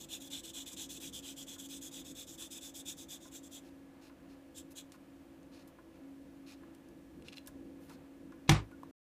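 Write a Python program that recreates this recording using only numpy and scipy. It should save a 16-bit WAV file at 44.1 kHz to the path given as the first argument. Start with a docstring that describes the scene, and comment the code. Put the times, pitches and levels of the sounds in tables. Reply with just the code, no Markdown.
"""From the start a felt-tip marker scribbles to and fro (jerky noise through resonances of nib, barrel and
sheet) over humming fan tones, rumble, draught and hiss; soon a clock ticks with decaying modes.
Shaped noise then makes hands brushing the sheet and dry snaps; the cap slips on with little rings.
The marker lands on the desk with a boom, a crack and a rattle; a squeak and a woody tap follow,
and the sound stops short."""
import sys
import numpy as np
from scipy import signal
from scipy.fft import rfft, irfft, next_fast_len
from scipy.io import wavfile
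from scipy.ndimage import uniform_filter1d, map_coordinates

SR = 44100
rng = np.random.default_rng(int(sys.argv[2]) if len(sys.argv) > 2 else 0)


def to_wav(sig):
    """Store sig (one row per channel, or 1-D mono) as 16-bit WAV at the path in sys.argv[1].

    Samples outside -1..1 are clipped; the rate is SR.
    """
    pcm = np.clip(np.atleast_2d(sig), -1, 1) * 32767
    pcm = np.round(pcm).astype(np.int16)
    wavfile.write(sys.argv[1], SR, pcm.T)  # frames by channels


def voltage_ratio(level):
    """Linear amplitude factor for a level in decibels (scalar or array-like)."""
    return 10 ** (np.asarray(level, float) / 20)


N = 404378
TIME_S = np.arange(N) / SR

# Marker strokes to and fro; two lone strokes come last.
# Each row: touch in seconds, halt in seconds, level in dB, swell in mid-stroke in dB.
MARKER_STROKES = [(0.0, 0.058, -50.5, -4), (0.086, 0.19, -51, 6.5), (0.201, 0.291, -51, -5.5),
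                  (0.298, 0.413, -48.5, 2), (0.433, 0.517, -48.5, -4), (0.534, 0.641, -49.5, 3),
                  (0.659, 0.751, -48, -5), (0.764, 0.87, -48, 3), (0.889, 0.99, -48, -4),
                  (0.997, 1.104, -49.5, 3.5), (1.126, 1.21, -49.5, 2.5), (1.224, 1.344, -52, 3.5),
                  (1.362, 1.447, -50, 0), (1.467, 1.567, -51, 1), (1.581, 1.675, -49.5, -4),
                  (1.684, 1.797, -51, 2.5), (1.81, 1.897, -51.5, 3), (1.912, 2.028, -51.5, 2.5),
                  (2.044, 2.131, -53, 0), (2.149, 2.249, -51, 4), (2.267, 2.367, -52.5, -1.5),
                  (2.365, 2.482, -51, 6), (2.505, 2.597, -48, -4), (2.606, 2.716, -52.5, 4),
                  (2.74, 2.823, -49.5, -1), (2.854, 2.941, -49, 6), (2.968, 3.054, -53.5, 2.5),
                  (3.085, 3.18, -51.5, 4.5), (3.203, 3.299, -58.5, 0), (3.313, 3.4, -55, 7),
                  (3.428, 3.489, -58, -2), (3.511, 3.602, -54.5, 2.5), (4.546, 4.622, -55.5, 5.5),
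                  (4.754, 4.822, -53, 5)]
# The barrel's ring shifts with the grip. Each row: time in seconds, pitch in Hz.
BARREL_PITCH = [(0, 3470), (.8, 3440), (1.3, 3280), (1.7, 3440), (2.2, 3490), (4.8, 3440)]
# Nib resonances. Each row: centre in Hz, width in Hz, relative level in dB.
NIB_RESONANCES = [(5070, 950, -13), (6170, 400, -5), (6790, 510, -3), (7670, 890, -4), (10300, 3300, -13.5),
                  (14160, 3400, -16)]
# Resonances of the sheet under the nib. Each row: centre in Hz, width in Hz, relative level in dB.
SHEET_RESONANCES = [(2940, 210, 3.5), (4020, 390, 2)]
# The sheet's share in the scribble. Each row: time in seconds, gain in dB.
SHEET_GAIN = [(0, -4), (1.2, -4), (2, -10), (3.6, -10.5), (4.8, -5)]
# The desk under the sheet. Each row: centre in Hz, width in Hz, relative level in dB.
UNDERLAY_RESONANCES = [(770, 180, -6), (1580, 230, -5), (2550, 240, 0.5)]
# Level of the desk under the sheet over the barrel, alternating by stroke.
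# Entries: first of each pair of strokes in dB, second in dB.
UNDERLAY_GAIN_DB = [-12, -11]
# Tilt from barrel towards nib, alternating by stroke.
# Entries: first of each pair of strokes in dB, second in dB.
NIB_TILT_DB = [5.5, 2]
# The main fan tone swells and fades. Each row: time in seconds, level in dB.
MAIN_FAN_LEVEL = [(0.0, -70), (0.35, -54), (0.42, -73), (0.59, -60), (1.84, -55.5), (2.02, -61),
                  (2.14, -53), (2.38, -72), (2.42, -58.5), (5.55, -58), (5.95, -67.5), (6.02, -54),
                  (7.08, -62), (7.77, -56), (7.81, -60.5), (8.45, -57)]
# Quieter fan tones. Each row: pitch in Hz, level in dB.
SIDE_FAN_TONES = [(196, -76), (313, -76.5), (329.4, -65.5), (352, -77.5), (511, -76.5), (549, -74.5),
                  (1696, -83)]
# Level of the rumble. Each row: time in seconds, level in dB.
RUMBLE_LEVEL = [(0, -57), (2, -58), (2.5, -61), (5.8, -60.5), (7.3, -57)]
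# Colour of the rumble. Each row: frequency in Hz, relative density in dB per Hz.
RUMBLE_COLOUR = [(25, -30.5), (55, -14), (90, -14.5), (125, -23.5), (148, -12), (235, -15.5), (272, -6.5),
                 (300, -11.5), (335, -8), (403, -24.5), (510, -16.5), (600, -32.5), (800, -56),
                 (1300, -120)]
# Colour of the draught. Each row: frequency in Hz, relative density in dB per Hz.
DRAUGHT_COLOUR = [(350, -28), (600, -3), (892, -9), (1570, -14.5), (1750, -14.5), (1890, -15.5),
                  (2740, -18), (4500, -28), (5850, -58), (9900, -120)]
# Colour of the hiss. Each row: frequency in Hz, relative density in dB per Hz.
HISS_COLOUR = [(1500, -3), (3500, -5), (6000, -5.5), (13000, -8.5), (15700, -9)]
# Modes of the clock case. Each row: pitch in Hz, relative level in dB, fall by 60 dB in seconds.
CLOCK_MODES = [(1038, 2.5, 0.11), (1140, -15, 0.028), (1310, -5.5, 0.024), (1455, 1, 0.09),
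               (1670, 1.5, 0.057), (2030, -17, .02)]
# Skin and nib brushing the sheet.
# Each row: start in seconds, end in seconds, level in dB, half the relative level at 16 kHz in dB.
BRUSH_STROKES = [(3.63, 3.7, -68.5, -2), (4.012, 4.102, -66.5, -4), (4.285, 4.354, -70, -6),
                 (4.705, 4.734, -62.5, 5), (4.922, 4.966, -67, -1), (5.516, 5.636, -66, -5),
                 (5.938, 5.98, -76, -7), (6.462, 6.553, -60, -5.5), (7.245, 7.31, -63, -7),
                 (7.32, 7.348, -59, -13), (7.355, 7.397, -63, -2), (7.801, 7.917, -72, 5),
                 (7.882, 7.962, -66.5, -4), (8.478, 8.498, -52, -15.5)]
# What the brushed paper rings with. Each row: centre in Hz, width in Hz, relative level in dB.
PAPER_RESONANCES = [(1200, 500, -7), (2620, 390, 1), (3700, 330, -2), (4150, 320, 2), (5300, 970, -1.5),
                    (6560, 1000, -1), (11000, 4900, -6)]
# Dry snaps and taps of paper, fingers and desk.
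# Each row: start in seconds, level in dB, centre in Hz, fall by 60 dB in seconds.
DRY_SNAPS = [(4.9203, -51, 5760, 0.025), (5.43, -63, 5030, .015), (5.676, -59.5, 11000, 0.067),
             (6.7487, -59.5, 8000, 0.022), (6.8867, -63, 8000, 0.023), (7.462, -56, 6000, .015),
             (7.4724, -45.5, 9400, 0.052), (7.8958, -54.5, 5000, 0.02), (7.897, -55, 990, 0.23),
             (7.9345, -62, 9000, .012), (8.3215, -62, 3500, 0.017), (8.714, -58, 1200, 0.045),
             (8.8328, -51, 990, 0.027), (8.833, -61, 5000, 0.011)]
# The cap slips onto the barrel in jerks. Each row: time in seconds, ring level in dB, snap level in dB.
CAP_JERKS = [(7.223, -54, -56.5), (7.2841, -39, -52), (7.2888, -45, -60), (7.326, -53, -58),
             (7.3307, -43, -51), (7.3395, -55, -64), (7.3714, -44, -54), (7.378, -50, -66),
             (7.382, -42, -52)]
# Modes of the cap. Each row: pitch in Hz, relative level in dB, fall by 60 dB in seconds.
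CAP_MODES = [(2440, -12, 0.0091), (2790, 3, 0.0091), (3330, 1.5, 0.0083), (4060, -4, 0.014),
             (5000, -6, 0.007)]
# Modes of the desk top before the palm chokes them.
# Each row: pitch in Hz, level in dB, fall by 60 dB in seconds.
DESK_MODES = [(54.7, -28, 0.8), (77.8, -32, .6), (106.2, -23, 0.6), (149, -12.5, .23), (173, -21.5, 0.22),
              (203.5, -24, 0.22), (324.4, -19, 0.16), (346, -35, .14), (752, -31, 0.2), (778, -19.5, 0.1),
              (1064, -38.5, 0.152)]
# Colour of the plastic crack. Each row: frequency in Hz, relative density in dB per Hz.
CRACK_COLOUR = [(240, -35), (400, -14), (957, -4), (1340, -14.5), (3790, -6.5), (4490, -16.5),
                (5820, -11.5), (9210, -25.5), (12300, -27), (15500, -37)]
# Colour of the rattle at its onset. Each row: frequency in Hz, relative density in dB per Hz.
RATTLE_COLOUR = [(150, -30), (250, -2), (681, -12.5), (742, -8), (1070, -4.5), (1610, -13), (2090, -8),
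                 (3220, -13.5), (8040, -23.5), (15500, -33.5)]
# A brief squeak and a woody tap at the desk.
# Each row: start in seconds, level in dB, pitch in Hz, length in seconds.
SQUEAK_AND_TAP = [(8.716, -59.5, 1450, .036), (8.8322, -44, 1020, .005)]
# How the room dies away. Each row: frequency in Hz, fall by 60 dB in seconds.
ROOM_DECAY = [(400, 0.31), (1100, .28), (3000, 0.25), (8000, 0.23), (14000, 0.11)]
# The steep lowpass over the whole mix. Each row: frequency in Hz, gain in dB.
TOP_CUT = [(15250, 0), (15500, -40.5)]

KNOCK_S, END_S = 8.4905, 8.912


def unit(x):
    """Scale to rms 1."""
    return x / np.sqrt(np.mean(x ** 2) + 1e-20)


def along(points, hz):
    """Read (Hz, value) points on a log frequency axis."""
    f, v = np.transpose(points)
    return np.interp(np.log(hz + 1), np.log(f + 1), v)


def over_time(points):
    """Draw (seconds, value) points as an automation curve over the scene."""
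    return np.interp(TIME_S, *np.transpose(points))


def wobble(rate):
    """A smooth random curve with rate knots a second."""
    knots = rng.standard_normal(int(N * rate / SR) + 4)
    return map_coordinates(knots, [np.arange(N) * rate / SR])


def filtered(x, response):
    """Multiply the spectrum of x by a response of frequency."""
    m = next_fast_len(len(x) + 8192)
    return irfft(rfft(x, m) * response(np.fft.rfftfreq(m, 1 / SR)), m)[:len(x)]


def resonances(peaks):
    """The causal response of (Hz, width Hz, dB) resonances, alternating in sign."""
    def response(f):
        total = 0
        for k, (centre, width, db) in enumerate(peaks):
            damping = 1j * f * width
            total = total + (-1) ** k * voltage_ratio(db) * damping / (centre ** 2 - f * f + damping)
        return total
    return response


def noise(spectrum, length=N):
    """Coloured noise of rms 1."""
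    return unit(filtered(rng.standard_normal(length), lambda hz: voltage_ratio(along(spectrum, hz))))


def ring(modes, attack, scatter_db=0):
    """Decaying modes after one blow, their balance scattered at random."""
    t = np.arange(SR // 2) / SR
    scatter = scatter_db * rng.standard_normal(len(modes))
    total = np.zeros(len(t))
    for (hz, db, t60), extra in zip(modes, scatter):
        total += voltage_ratio(db + extra - 60 * t / t60) * np.sin(2 * np.pi * hz * t)
    return (1 - np.exp(-t / attack)) * total


def snap(db, hz, t60):
    """A broad burst that dies at once."""
    t = np.arange(SR // 20) / SR
    colour = [(hz / 5, -30), (hz / 3.6, -5), (hz, 0), (1.7 * hz, -4), (3 * hz, -22)]
    return voltage_ratio(db - 60 * t / t60) * noise(colour, len(t))


def add(out, s, sound):
    """Mix a sound in at time s."""
    i = round(s * SR)
    out[i:i + len(sound)] += sound[:len(out) - i]


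def rub(peaks):
    """Fibres catch on paper grain in uneven sizes, faster than the ear can count, and excite resonances."""
    catch_db = 0.98 * wobble(45) + 0.83 * wobble(420) + 1.8 * wobble(3000)
    return unit(filtered(rng.standard_normal(N) * voltage_ratio(catch_db), resonances(peaks)))


def barrel():
    """The barrel's tube filters its own ring once more, which keeps the band tight as its pitch shifts."""
    range_hz, width_hz = (3200, 3396, 3590), 360
    pitch = over_time(BARREL_PITCH)
    out = np.zeros(N)
    for hz, share in zip(range_hz, np.eye(len(range_hz))):
        peak = [(hz, width_hz, 0)]
        tube = unit(filtered(rub(peak), resonances(peak)))
        # crossfade between fixed tubes at equal power
        out += np.sqrt(np.interp(pitch, range_hz, share)) * tube
    return out


def stroke_colour(sound, halt):
    """Each stroke meets the sheet at a new spot and favours other fine modes; the colour drifts."""
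    _, frames, z = signal.stft(sound, SR, nperseg=512)
    spots = uniform_filter1d(rng.standard_normal((len(halt) + 1, len(z))), size=3, axis=1)
    drift = uniform_filter1d(rng.standard_normal(z.shape), size=7, axis=0)
    drift = uniform_filter1d(drift, size=4, axis=1)
    spot_db = 1.7 * unit(spots)[np.searchsorted(halt + .01, frames)].T
    z *= voltage_ratio(spot_db + 1.5 * unit(drift))
    return signal.istft(z, SR, nperseg=512)[1][:N]


def marker():
    """Felt rubs on paper, driving nib, barrel, sheet and desk; the level dips between strokes."""
    touch, halt, level, swell = np.transpose(MARKER_STROKES)
    span, middle = halt - touch, (touch + halt) / 2
    still = np.full(len(touch), -74.)
    sag_db = 3  # a stroke ends softer than it began
    early, late = level + sag_db / 2, level - sag_db / 2
    times = np.transpose([touch - .006, touch + 0.0038, touch + 0.25 * span, touch + .5 * span,
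                          touch + 0.84 * span, halt - .004, halt + 0.011])
    levels = np.transpose([still, early - 6, early, level + swell, late, late - 7, still])
    stroke_db = np.interp(TIME_S, times.ravel(), levels.ravel())
    speed = uniform_filter1d(voltage_ratio(stroke_db) - voltage_ratio(still[0]), size=200)
    tilt = voltage_ratio(np.interp(TIME_S, middle, np.resize(NIB_TILT_DB, len(touch))))
    underlay = voltage_ratio(np.interp(TIME_S, middle, np.resize(UNDERLAY_GAIN_DB, len(touch))))
    body = barrel()
    body += voltage_ratio(over_time(SHEET_GAIN)) * rub(SHEET_RESONANCES)
    body += underlay * rub(UNDERLAY_RESONANCES)
    sound = speed * (body + tilt * rub(NIB_RESONANCES)) / np.sqrt(1 + tilt ** 2)
    return stroke_colour(sound, halt)


def fan_tone(hz, db):
    """A sine whose phase wavers slowly."""
    phase = .5 * wobble(3.7) + rng.uniform(0, 2 * np.pi)
    return np.sqrt(2) * voltage_ratio(db) * np.sin(2 * np.pi * hz * TIME_S + phase)


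def fans():
    """Small fan motors hum: a main tone swells and fades among quieter wavering ones."""
    out = fan_tone(274.8, over_time(MAIN_FAN_LEVEL) + 1.4 * wobble(9))
    for hz, db in SIDE_FAN_TONES:
        out += fan_tone(hz, db + 1.5 * wobble(4))
    return out


def rumble():
    """Low coloured noise, its level gently unsteady."""
    return voltage_ratio(over_time(RUMBLE_LEVEL) + 1.5 * wobble(9)) * noise(RUMBLE_COLOUR)


def draught():
    """An unsteady draught of coloured noise."""
    return voltage_ratio(-68.5 + wobble(6)) * noise(DRAUGHT_COLOUR)


def hiss():
    """High noise that is almost steady."""
    return voltage_ratio(-74 + 0.53 * wobble(2.7)) * noise(HISS_COLOUR)


def clock():
    """The escapement rings the same small case at every beat, with a dry scuff."""
    first_tick_s, beat_s = .7175, .8449
    tick_db, nearer_db = -64.5, .5  # gain at the first tick, and its rise from each tick to the next
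    scuff_colour = [(700, -30), (1000, 1.0), (1750, -4.0), (2100, -11.0), (6000, -34)]
    out, t = np.zeros(N), np.arange(SR // 2) / SR
    for k, s in enumerate(np.arange(first_tick_s, END_S, beat_s)):
        scuff = voltage_ratio(0.5 - 60 * t / 0.07) * noise(scuff_colour, len(t))
        case = ring(CLOCK_MODES, attack=.001, scatter_db=1.5)
        add(out, s, voltage_ratio(tick_db + nearer_db * k) * (case + scuff))
    return out


def brushes():
    """Soft rubs of noise that start quickly and fade, coloured by the sheet."""
    out = np.zeros(N)
    for start, end, db, half_top_db in BRUSH_STROKES:
        n = round((end - start) * SR)
        friction = noise([(600, 2.5), (4000, 1.5), (16000, 2 * half_top_db)], n)
        paper = unit(filtered(friction, resonances(PAPER_RESONANCES)))
        swell = np.sin(np.pi * (np.arange(n) / n) ** 0.87) ** 0.43
        add(out, start, voltage_ratio(db) * swell * paper)
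    return out * voltage_ratio(1.5 * wobble(250))


def snaps():
    """Dry snaps and taps: short noise bursts around their own centres."""
    out = np.zeros(N)
    for s, db, hz, t60 in DRY_SNAPS:
        add(out, s, snap(db, hz, t60))
    return out


def cap():
    """The cap slips onto the barrel in jerks: every jerk snaps and sets its modes ringing."""
    out = np.zeros(N)
    for s, ring_db, snap_db in CAP_JERKS:
        add(out, s, snap(snap_db, hz=6000, t60=0.0082))
        add(out, s, voltage_ratio(ring_db) * ring(CAP_MODES, attack=.0003, scatter_db=3))
    return out


def desk_boom():
    """The landing marker sets the desk top booming; the hand on the desk chokes it."""
    out, t = np.zeros(N), np.arange(SR // 3) / SR
    palm_s = 0.35  # by then the palm alone would take off 60 dB
    boom = ring(DESK_MODES, attack=0.006)[:len(t)]
    add(out, KNOCK_S, -boom * voltage_ratio(-60 * (t / palm_s) ** 2))
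    return out


def plastic_crack():
    """The plastic cracks: a sharp noise burst that dies ever faster."""
    out, t = np.zeros(N), np.arange(SR // 3) / SR
    envelope = voltage_ratio(-19 - 60 * (t / 0.021) ** 2) * (1 - np.exp(-t / 0.00069))
    add(out, KNOCK_S + .002, envelope * noise(CRACK_COLOUR, len(t)))
    return out


def rattle():
    """Desk and walls rattle on unevenly: noise holds for a moment, then dies ever faster, treble first."""
    out, t = np.zeros(N), np.arange(SR // 3) / SR
    hz, frames, z = signal.stft(noise(RATTLE_COLOUR, len(t)), SR, nperseg=256)
    fall_s = 0.76 * along(ROOM_DECAY, hz)[:, None]
    fading = voltage_ratio(-60 * (frames / fall_s) ** 1.68)
    sound = signal.istft(z * fading, SR, nperseg=256)[1][:len(t)]
    envelope = voltage_ratio(-30.5 + 1.4 * wobble(90)[:len(t)]) * (1 - np.exp(-t / 0.0045))
    add(out, KNOCK_S + 0.0056, envelope * sound)
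    return out


def squeak_and_tap():
    """Short sines that hold one pitch under a rounded swell."""
    out, t = np.zeros(N), np.arange(SR // 20) / SR
    for s, db, hz, length in SQUEAK_AND_TAP:
        swell = np.sin(np.pi * np.clip(t / length, 0, 1)) ** .5
        add(out, s, voltage_ratio(db) * swell * np.sin(2 * np.pi * hz * t))
    return out


def room_tail():
    """The room's answer: noise in which each frequency dies at its own speed."""
    hz, t, z = signal.stft(rng.standard_normal(SR // 2), SR, nperseg=256)
    fading = voltage_ratio(-60 * t / along(ROOM_DECAY, hz)[:, None])
    h = signal.istft(z * fading, SR, nperseg=256)[1]
    return h / np.linalg.norm(h)


def scene():
    """Near sounds get a little of the room; the knock and the background stay as they are."""
    near = marker() + clock() + brushes() + snaps() + cap() + squeak_and_tap()
    room = voltage_ratio(-17) * signal.fftconvolve(near, room_tail())[:N]
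    background = fans() + rumble() + draught() + hiss()
    knock = desk_boom() + plastic_crack() + rattle()
    return (near + room + knock + background)[None]


def top_cut(x):
    """Nothing passes above the cut-off."""
    return signal.sosfilt(signal.butter(12, 15820, fs=SR, output="sos"), x)


def record(dry):
    """A steep lowpass takes off the very top above about 15.4 kHz; the sound is cut just before the end."""
    lowpassed = filtered(dry[0], lambda hz: voltage_ratio(along(TOP_CUT, hz)))[None]
    cut = np.clip((END_S - TIME_S) / 0.0018, 0, 1)
    return top_cut(lowpassed * cut)


dry = scene()
out = record(dry)
to_wav(out)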